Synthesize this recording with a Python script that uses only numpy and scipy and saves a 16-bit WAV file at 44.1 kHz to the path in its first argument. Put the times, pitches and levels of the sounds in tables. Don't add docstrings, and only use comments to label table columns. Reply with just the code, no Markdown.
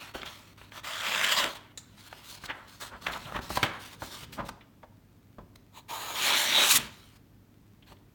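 import sys
import numpy as np
from scipy import signal
from scipy.fft import rfft, irfft, next_fast_len
from scipy.io import wavfile
from scipy.ndimage import uniform_filter1d, map_coordinates

SR = 44100
rng = np.random.default_rng(int(sys.argv[2]) if len(sys.argv) > 2 else 0)


def put_to_file(sound):
    columns = np.atleast_2d(sound).T
    safe = np.clip(columns, -1, 1)
    whole_steps = np.round(safe * 32767)
    wavfile.write(sys.argv[1], SR, whole_steps.astype(np.int16))


N = 358974


def amp(db):
    return 10 ** (np.asarray(db) / 20)


def unit(x):
    return x / np.sqrt(np.mean(x ** 2) + 1e-20)


def along(points, hz):
    f, v = np.transpose(points)
    return np.interp(np.log(hz + 1), np.log(f + 1), v)


def seconds():
    return np.arange(N) / SR


def stroke(start, length, db, growth_db, attack, release):
    age = seconds() - start
    travel = np.clip(age / length, 0, 1) - .5
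    onset = np.clip(age / attack + .5, 0, 1)
    return onset * amp(db + growth_db * travel) * np.exp(-np.maximum(age - length, 0) / release)


def swell(age, half):
    return np.exp(-.5 * np.minimum((age / half) ** 2, 100))


def wobble(rate):
    return map_coordinates(rng.standard_normal(int(N * rate / SR) + 4), [np.arange(N) * rate / SR])


def filtered(x, response):
    m = next_fast_len(N + 8192)
    return irfft(rfft(x, m) * response(np.fft.rfftfreq(m, 1 / SR)), m)[:N]


def coloured(x, spectrum, peaks=()):
    lift = lambda hz: sum(db / (1 + (2 * (hz - centre) / width) ** 2) for centre, width, db in peaks)
    return unit(filtered(x, lambda hz: amp(along(spectrum, hz) + lift(hz))))


def band(x, centre_hz, width_hz):
    return unit(filtered(x, lambda hz: 1 / (1 + (2 * (hz - centre_hz) / width_hz) ** 4)))


def under(hz, edge_hz):
    return 1 / (1 + (hz / edge_hz) ** 10)


def registers(x, low_hz, high_hz):
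    parts = (lambda hz: under(hz, low_hz),
             lambda hz: under(hz, high_hz) - under(hz, low_hz),
             lambda hz: 1 - under(hz, high_hz))
    return [unit(filtered(x, part)) for part in parts]


def fibres(rate, spread_db, smooth):
    breaks = (rng.random(N) < rate / SR) * rng.choice([-1, 1], N)
    sizes = amp(spread_db * np.clip(rng.standard_normal(N), -2, 2))
    return unit(unit(breaks * sizes) + smooth * rng.standard_normal(N))


def bundles(rate, size_db, t60):
    jumps = (rng.random(N) < rate / SR) * rng.uniform(.5, 1, N)
    fall = amp(-60 * np.arange(SR // 20) / SR / t60)
    return 1 + amp(size_db) * signal.fftconvolve(jumps, fall)[:N]


def drifting(x, depth_db, size=384):
    z = signal.stft(x, nperseg=size)[2]
    field = rng.standard_normal(z.shape)
    for _ in range(2):
        field = uniform_filter1d(uniform_filter1d(field, size=3, axis=0), size=13, axis=1)
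    return signal.istft(z * amp(depth_db * unit(field)), nperseg=size)[1][:N]


def background():
    # frequency in Hz, rms level in dB.
    harmonics = [(50, -74.5), (100, -64), (300, -77)]
    # frequency in Hz, relative density in dB.
    air = [(13, -48), (22, -26.5), (43, -7.5), (71, -8.5), (86, -11.5), (107, -4.5), (168, -9), (255, -8.5),
           (365, -19), (397, -17), (496, -23.5), (10900, -44), (15200, -37), (17000, -42.5)]
    hum = np.zeros(N)
    for hz, db in harmonics:
        peak = np.sqrt(2) * amp(db + 0.93 * wobble(2))
        hum += peak * np.sin(2 * np.pi * hz * seconds() + 0.14 * wobble(0.67))
    return hum + amp(-59) * coloured(rng.standard_normal(N), air)


def room(x):
    # frequency in Hz, T60 in seconds.
    decay_times = [(150, 0.53), (1000, 0.64), (3000, 0.57), (8000, 0.29), (16000, 0.15)]
    hz, t, z = signal.stft(rng.standard_normal(SR), SR, nperseg=256)
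    colour = amp(along([(100, 6), (1200, 0), (3500, -1), (8000, 2), (16000, -12.5)], hz))[:, None]
    fade = amp(-60 * t / along(decay_times, hz)[:, None])
    tail = signal.istft(z * fade * colour, SR, nperseg=256)[1]
    return signal.fftconvolve(x, np.pad(tail / np.linalg.norm(tail), (round(.005 * SR), 0)))[:N]


def handling():
    # start and length in seconds; hiss, growth and relative rustle in dB.
    rustles = [(0, 0.12, -57.5, -8.5, 8.5), (.142, 0.12, -58, -17.5, 9.5), (0.254, .28, -58.5, -14.5, 3),
               (0.576, .12, -64, -10.5, 5), (0.718, 0.082, -53.5, 5, 4), (1.486, 0.053, -50, -6, 6.5),
               (1.55, 0.023, -47, -4, 4.5), (1.567, 0.16, -72, -15, 11), (1.783, 2.7, -70, -1, 3),
               (1.973, .11, -59, 5.5, 0.5), (2.104, 0.28, -62, 5.5, 3.5), (2.245, .11, -52, 2.5, -13),
               (2.397, 0.051, -58, 17, 1.5), (2.455, 0.0064, -40.5, 0.5, 1.5),
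               (2.678, 0.14, -61.5, -14.5, -2), (2.805, 0.092, -50.5, -14, 2.5), (3.016, 0.11, -56, -6, 2),
               (3.119, 0.059, -49.5, -4, 3), (3.19, .21, -58.5, -3, 4.5), (3.413, 0.073, -54, -1.5, 3.5),
               (3.495, 0.059, -47.5, -11.5, 0), (3.572, 0.085, -50, 1.5, 7.5), (3.557, .02, -40.5, -2, 1),
               (3.645, 0.14, -62, -14, 8.5), (3.795, 0.048, -53.5, 4, 0.5), (3.849, 0.1, -54, -4, 2),
               (4.007, 0.24, -50, 0.5, -0.5), (4.327, 0.05, -54, -20, -4), (4.453, 0.023, -59, -1, 2),
               (4.488, .004, -43, 2, 4.5), (5.56, 0.0032, -55.5, -21, 1.5), (6.781, .12, -50.5, -17, 6.5),
               (6.902, .27, -63, -8.5, -0.5), (7.868, 0.063, -63.5, 2, 6.5)]
    # frequency in Hz, relative density in dB.
    spectrum = [(180, -21.5), (300, -7), (498, -14.5), (560, -3), (760, -6.5), (995, 3), (1770, -3),
                (3720, -3), (4480, -8), (5040, -9), (9410, -14), (10400, -17), (17000, -15.5)]
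    # centre and width in Hz, lift in dB.
    peaks = [(410, 100, 4.5), (1040, 200, -5.5), (4290, 280, 4.5)]
    flutter = amp(1.6 * wobble(40) + wobble(250)) * bundles(12, 3, t60=.005)
    grain = drifting(flutter * fibres(4000, 3.5, smooth=1), depth_db=2.2)
    low, middle, hiss = registers(coloured(grain, spectrum, peaks), 1080, 3900)
    rustle = unit(amp(-5.5) * low + middle)
    rustling = np.zeros(N)
    for start, length, db, growth_db, rustle_db in rustles:
        attack = 0.011 + 0.116 * length * (growth_db > 0)
        level = stroke(start, length, db, growth_db, attack, release=0.004)
        rustling += level * (hiss + amp(rustle_db) * rustle)
    ticks = amp(-82.5) * coloured(fibres(16, 2.7, smooth=0), spectrum)
    return rustling + ticks


def waft():
    # start and length in seconds, level and growth in dB.
    pushes = [(3.0, 0.74, -55.5, 2.5), (3.8, 0.68, -57, 11), (6.738, .11, -45.5, -7)]
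    # frequency in Hz, relative density in dB.
    spectrum = [(15, -31), (25, -12.5), (75, -7), (248, -3.5), (318, -16.5), (500, -12), (650, -40),
                (1100, -120)]
    level = sum(stroke(*row, attack=0.028, release=0.051) for row in pushes)
    return level * coloured(rng.standard_normal(N), spectrum)


def burst(gain, envelope):
    noise = irfft(rfft(rng.standard_normal(len(envelope))) * gain, len(envelope))
    return unit(noise * envelope) * np.sqrt(np.mean(envelope ** 2))


def crease(shape, thump_shape, db, pitch_hz, thump_db, treble_db=0, octaves=0.68):
    # frequency in Hz, relative density in dB.
    sheet = [(100, -31.5), (250, 12), (420, 0.5), (560, 5.5), (780, -0.5), (1100, -2.5), (2300, -10),
             (3400, -8), (4500, -22.5), (8000, -33), (17000, -40.5)]
    crisp = [(1500, -64), (3500, 7.5), (4400, 2), (7000, -6), (10500, -15), (17000, -7.5)]
    thump = [(25, -26), (52, 6), (100, -7), (180, 0.5), (280, -8), (420, -9.5), (900, -38), (3000, -89.5)]
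    hz = np.fft.rfftfreq(len(shape), 1 / SR)
    hollow = amp(along(sheet, hz)) / (1 + (np.log2((hz + 1) / pitch_hz) / octaves) ** 2)
    crisp_db = -16.5 + .4 * (db + 30) + 4 * np.log2(pitch_hz / 1500) + treble_db
    return amp(db) * (burst(hollow, shape)
                      + amp(crisp_db) * burst(amp(along(crisp, hz)), shape)
                      + amp(thump_db) * burst(amp(along(thump, hz)), thump_shape))


def buckling(size=16384):
    # start in seconds, level in dB, pitch in Hz, relative thump in dB, T60 in seconds.
    snaps = [(0.146, -37.5, 1420, -11, 0.032), (0.231, -29.5, 1970, -12, 0.021),
             (0.614, -42.5, 1810, -5, 0.034), (0.72, -39.5, 2000, -27, 0.028),
             (2.1275, -31.5, 1430, -32, 0.02), (2.437, -37.5, 1600, -7, 0.062),
             (3.083, -27.5, 1813, -26, 0.024), (3.322, -29.5, 1080, -16, 0.027),
             (3.3626, -26.5, 1610, -7.5, 0.03), (3.39, -29, 1118, -2.5, 0.026),
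             (3.503, -28, 1030, -3.5, 0.045), (3.572, -15.5, 1023, -16, 0.027),
             (3.6293, -16, 2300, -10, 0.055), (3.638, -24.5, 920, -29, 0.051),
             (4.02, -31.5, 1150, -9, 0.077), (4.327, -42.5, 2800, -16, 0.037),
             (4.49, -33.5, 1170, -19, 0.045), (4.609, -50, 2610, -15, .07), (4.8309, -42, 980, -21, .07),
             (5.384, -42.5, 964, 0, 0.088), (7.824, -54, 3000, -6, 0.072), (7.968, -59, 2500, -6, 0.034)]
    # time in seconds, level in dB, pitch in Hz, relative thump in dB,
    # half length in seconds.
    flexes = [(0.157, -36, 597, -8, 0.0049), (0.22, -39.5, 4360, -7, 0.0034),
              (0.272, -42.5, 4100, -13, 0.015), (1.456, -36.5, 740, -17, 0.025),
              (2.504, -32.5, 1820, -24, .011), (2.55, -49, 1420, -20, 0.07), (2.942, -44, 1250, -7.5, 0.02),
              (3.07, -23.5, 2260, -16.5, 0.0026), (3.092, -37, 1540, -14, .023),
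              (3.137, -36.5, 3800, -12, 0.0038), (3.159, -37.5, 1250, -21, .013),
              (3.258, -44.5, 3200, -1, 0.005), (3.289, -43.5, 1150, -8, 0.017),
              (3.363, -33.5, 1480, -7.5, .014), (3.658, -34, 2040, -12.5, .013),
              (3.715, -41.5, 1475, -27.5, 0.055), (4.235, -47.5, 3530, 3, 0.0063),
              (4.399, -33, 1130, -6.5, 0.014), (4.436, -46.5, 915, 4.5, .014),
              (7.926, -56, 795, 2.5, 0.012)]
    t = np.arange(size) / SR
    out = np.zeros(N + 2 * size)
    crack = (1 + 0.48 * amp(-60 * t / 0.0048)) * (1 - np.exp(-t / 0.0005))
    for start, db, hz, thump_db, t60 in snaps:
        fall_db = -60 * t / t60
        thump_shape = amp(fall_db / 2) * (1 - np.exp(-t / 0.00073))
        out[size + round(start * SR):][:size] += crease(amp(fall_db) * crack, thump_shape, db, hz, thump_db)
    for time, db, hz, thump_db, half in flexes:
        shape = swell(t - t.mean(), half)
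        out[size // 2 + round(time * SR):][:size] += crease(shape, shape, db, hz, thump_db, treble_db=-6.5)
    return out[size:size + N]


def knife_click(clink_hz=5500, clink_db=-17, clink_t60=.28):
    # start in seconds, level in dB, T60 in seconds.
    clicks = [(1.774, -34.5, 0.055)]
    # frequency in Hz, relative density in dB.
    spectrum = [(200, -8), (1000, -4), (3000, -6.5), (7500, 0), (11000, -16), (17000, -17)]
    # centre and width in Hz, lift in dB.
    modes = [(1750, 100, 18), (3870, 810, 13), (6800, 200, 9), (7300, 370, 3), (8400, 250, 6)]
    steel = coloured(rng.standard_normal(N), spectrum, modes)
    clink = filtered(steel, lambda hz: 1 - under(hz, clink_hz))
    out = np.zeros(N)
    for start, db, t60 in clicks:
        age = np.maximum(seconds() - start, 0)
        ring = steel * amp(-60 * age / t60) + clink * amp(clink_db - 60 * age / clink_t60)
        out += amp(db) * (1 - np.exp(-age / 0.00094)) * ring
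    return out


def graze():
    # start and length in seconds, level and growth in dB.
    strokes = [(5.729, 0.058, -53.5, 16), (5.893, 0.31, -37.5, 1)]
    # frequency in Hz, relative density in dB.
    spectrum = [(180, -27.5), (300, -14.5), (747, -9.5), (930, -3), (1420, -18), (1570, -11.5),
                (2320, -13.5), (3840, -10), (5770, -24.5), (6940, -19.5), (11000, -25.5), (14600, -18),
                (17000, -23)]
    # centre and width in Hz, lift in dB.
    peaks = [(940, 330, 4), (1250, 130, 10.5), (2350, 90.6, 5), (4100, 400, 5.5), (6770, 650, 9),
             (9850, 300, 8.5), (11300, 400, 2.5), (14700, 350, 3.5)]
    level = sum(stroke(*row, attack=0.027, release=.012) for row in strokes)
    chatter = drifting(amp(wobble(70)) * fibres(4000, 3, smooth=.7), depth_db=2)
    return level * coloured(chatter, spectrum, peaks)


def singing():
    # time in seconds, level in dB, centre and width in Hz, half length in seconds.
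    modes = [(1.381, -27.5, 4270, 2200, 0.012), (1.394, -31.5, 1060, 220, 0.016),
             (5.928, -41, 957, 160, 0.019), (6.321, -34.5, 980, 120, .017), (6.6, -26.5, 3850, 400, 0.046),
             (6.745, -29.5, 1170, 160, 0.0062)]
    rasp = rng.standard_normal(N)
    return sum(amp(db) * swell(seconds() - time, half) * band(rasp, hz, width)
               for time, db, hz, width, half in modes)


def cut(effort, spectrum, peaks, low_hz, high_hz, crackle_db, loosen_db, fade_s=0.0047):
    # time in seconds, level in dB, half length in seconds.
    snags = [(1.245, -27, 0.0073), (1.293, -30, 0.0046), (1.323, -25, .011), (1.395, -31.5, 0.0066),
             (1.443, -23.5, 0.0015), (6.713, -22.5, 0.011), (6.76, -25, .006)]
    t = seconds()
    times, *levels = np.transpose(effort)
    rasp_db, fizz_db = (np.interp(t, times, level) for level in levels)
    start, end = times[0], times[-1]
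    gate = np.clip(np.minimum(t - start, end - t) / fade_s + .5, 0, 1)
    travel = np.clip((t - start) / (end - start), 0, 1)
    clumps = amp(.7 * wobble(330)) * bundles(90, crackle_db, t60=.011)
    tearing = drifting(clumps * fibres(5000, 2.6, smooth=.6), depth_db=2.1)
    body, rasp, fizz = registers(coloured(tearing, spectrum, peaks), low_hz, high_hz)
    steady = amp(rasp_db - 1.5)
    snag_power = sum((amp(db) * swell(t - time, half)) ** 2 for time, db, half in snags)
    upper = np.sqrt(steady ** 2 + snag_power) * (rasp + amp(fizz_db) * fizz)
    lower = steady * amp(-8 + loosen_db * travel ** 2) * body
    return gate * (upper + lower)


def first_cut():
    # time in seconds, rasp in relative dB, fizz in dB above the rasp.
    effort = [(0.834, -46.5, -6), (0.85, -38.5, -4), (0.984, -37.5, -5.5), (1.074, -32, -6),
              (1.298, -28.5, -7), (1.326, -31, -5), (1.362, -35, -1), (1.38, -27.5, -1), (1.49, -37, -8.5)]
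    # frequency in Hz, relative density in dB.
    spectrum = [(88, -61), (150, -11), (214, -10), (312, -17), (454, -14), (554, -6), (791, -3), (1220, -1),
                (1970, -2), (3220, -3.5), (5720, -16.5), (7550, -16), (10600, -25.5), (14500, -24),
                (17000, -23)]
    # centre and width in Hz, lift in dB.
    peaks = [(573, 150, 1.5), (790, 48, -10.5), (3324, 400, 3), (4190, 210, -5), (7500, 1200, 2.5),
             (14350, 220, 8.5)]
    return cut(effort, spectrum, peaks, low_hz=1228, high_hz=3700, crackle_db=-2, loosen_db=2.5)


def second_cut():
    # time in seconds, rasp in relative dB, fizz in dB above the rasp.
    effort = [(6.15, -37.5, -7), (6.264, -26.5, -3.5), (6.346, -26.5, -8), (6.39, -28.5, 0.5),
              (6.48, -28, -7.5), (6.584, -22, -9.5), (6.73, -28, 4.5), (6.776, -25, 4.5),
              (6.785, -41.5, -2)]
    # frequency in Hz, relative density in dB.
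    spectrum = [(88, -57.5), (150, -20.5), (246, -13), (482, -12.5), (611, -7), (689, -12), (1000, -4),
                (1380, -8.5), (1930, -7.5), (2090, -8), (3780, -4), (4890, -8.5), (7120, -10.5),
                (10200, -16), (17000, -18)]
    # centre and width in Hz, lift in dB.
    peaks = [(474, 33, -7.5), (1040, 120, -4.5), (4000, 600, -1), (4920, 600, -7), (6940, 190, -0.5),
             (14700, 270, 1)]
    return cut(effort, spectrum, peaks, low_hz=1322, high_hz=4590, crackle_db=-10.5, loosen_db=-5)


def scene():
    cuts = first_cut() + second_cut() + graze() + singing()
    handled = handling() + waft() + buckling() + knife_click()
    reverberation = room(amp(-21.5) * cuts + amp(-15) * handled)
    return (cuts + handled + reverberation + background())[None]


def record(dry):
    top_hz = 17300
    return filtered(dry[0], lambda hz: np.clip((top_hz - hz) / 300 + .5, 0, 1))[None]


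dry = scene()
out = record(dry)
put_to_file(out)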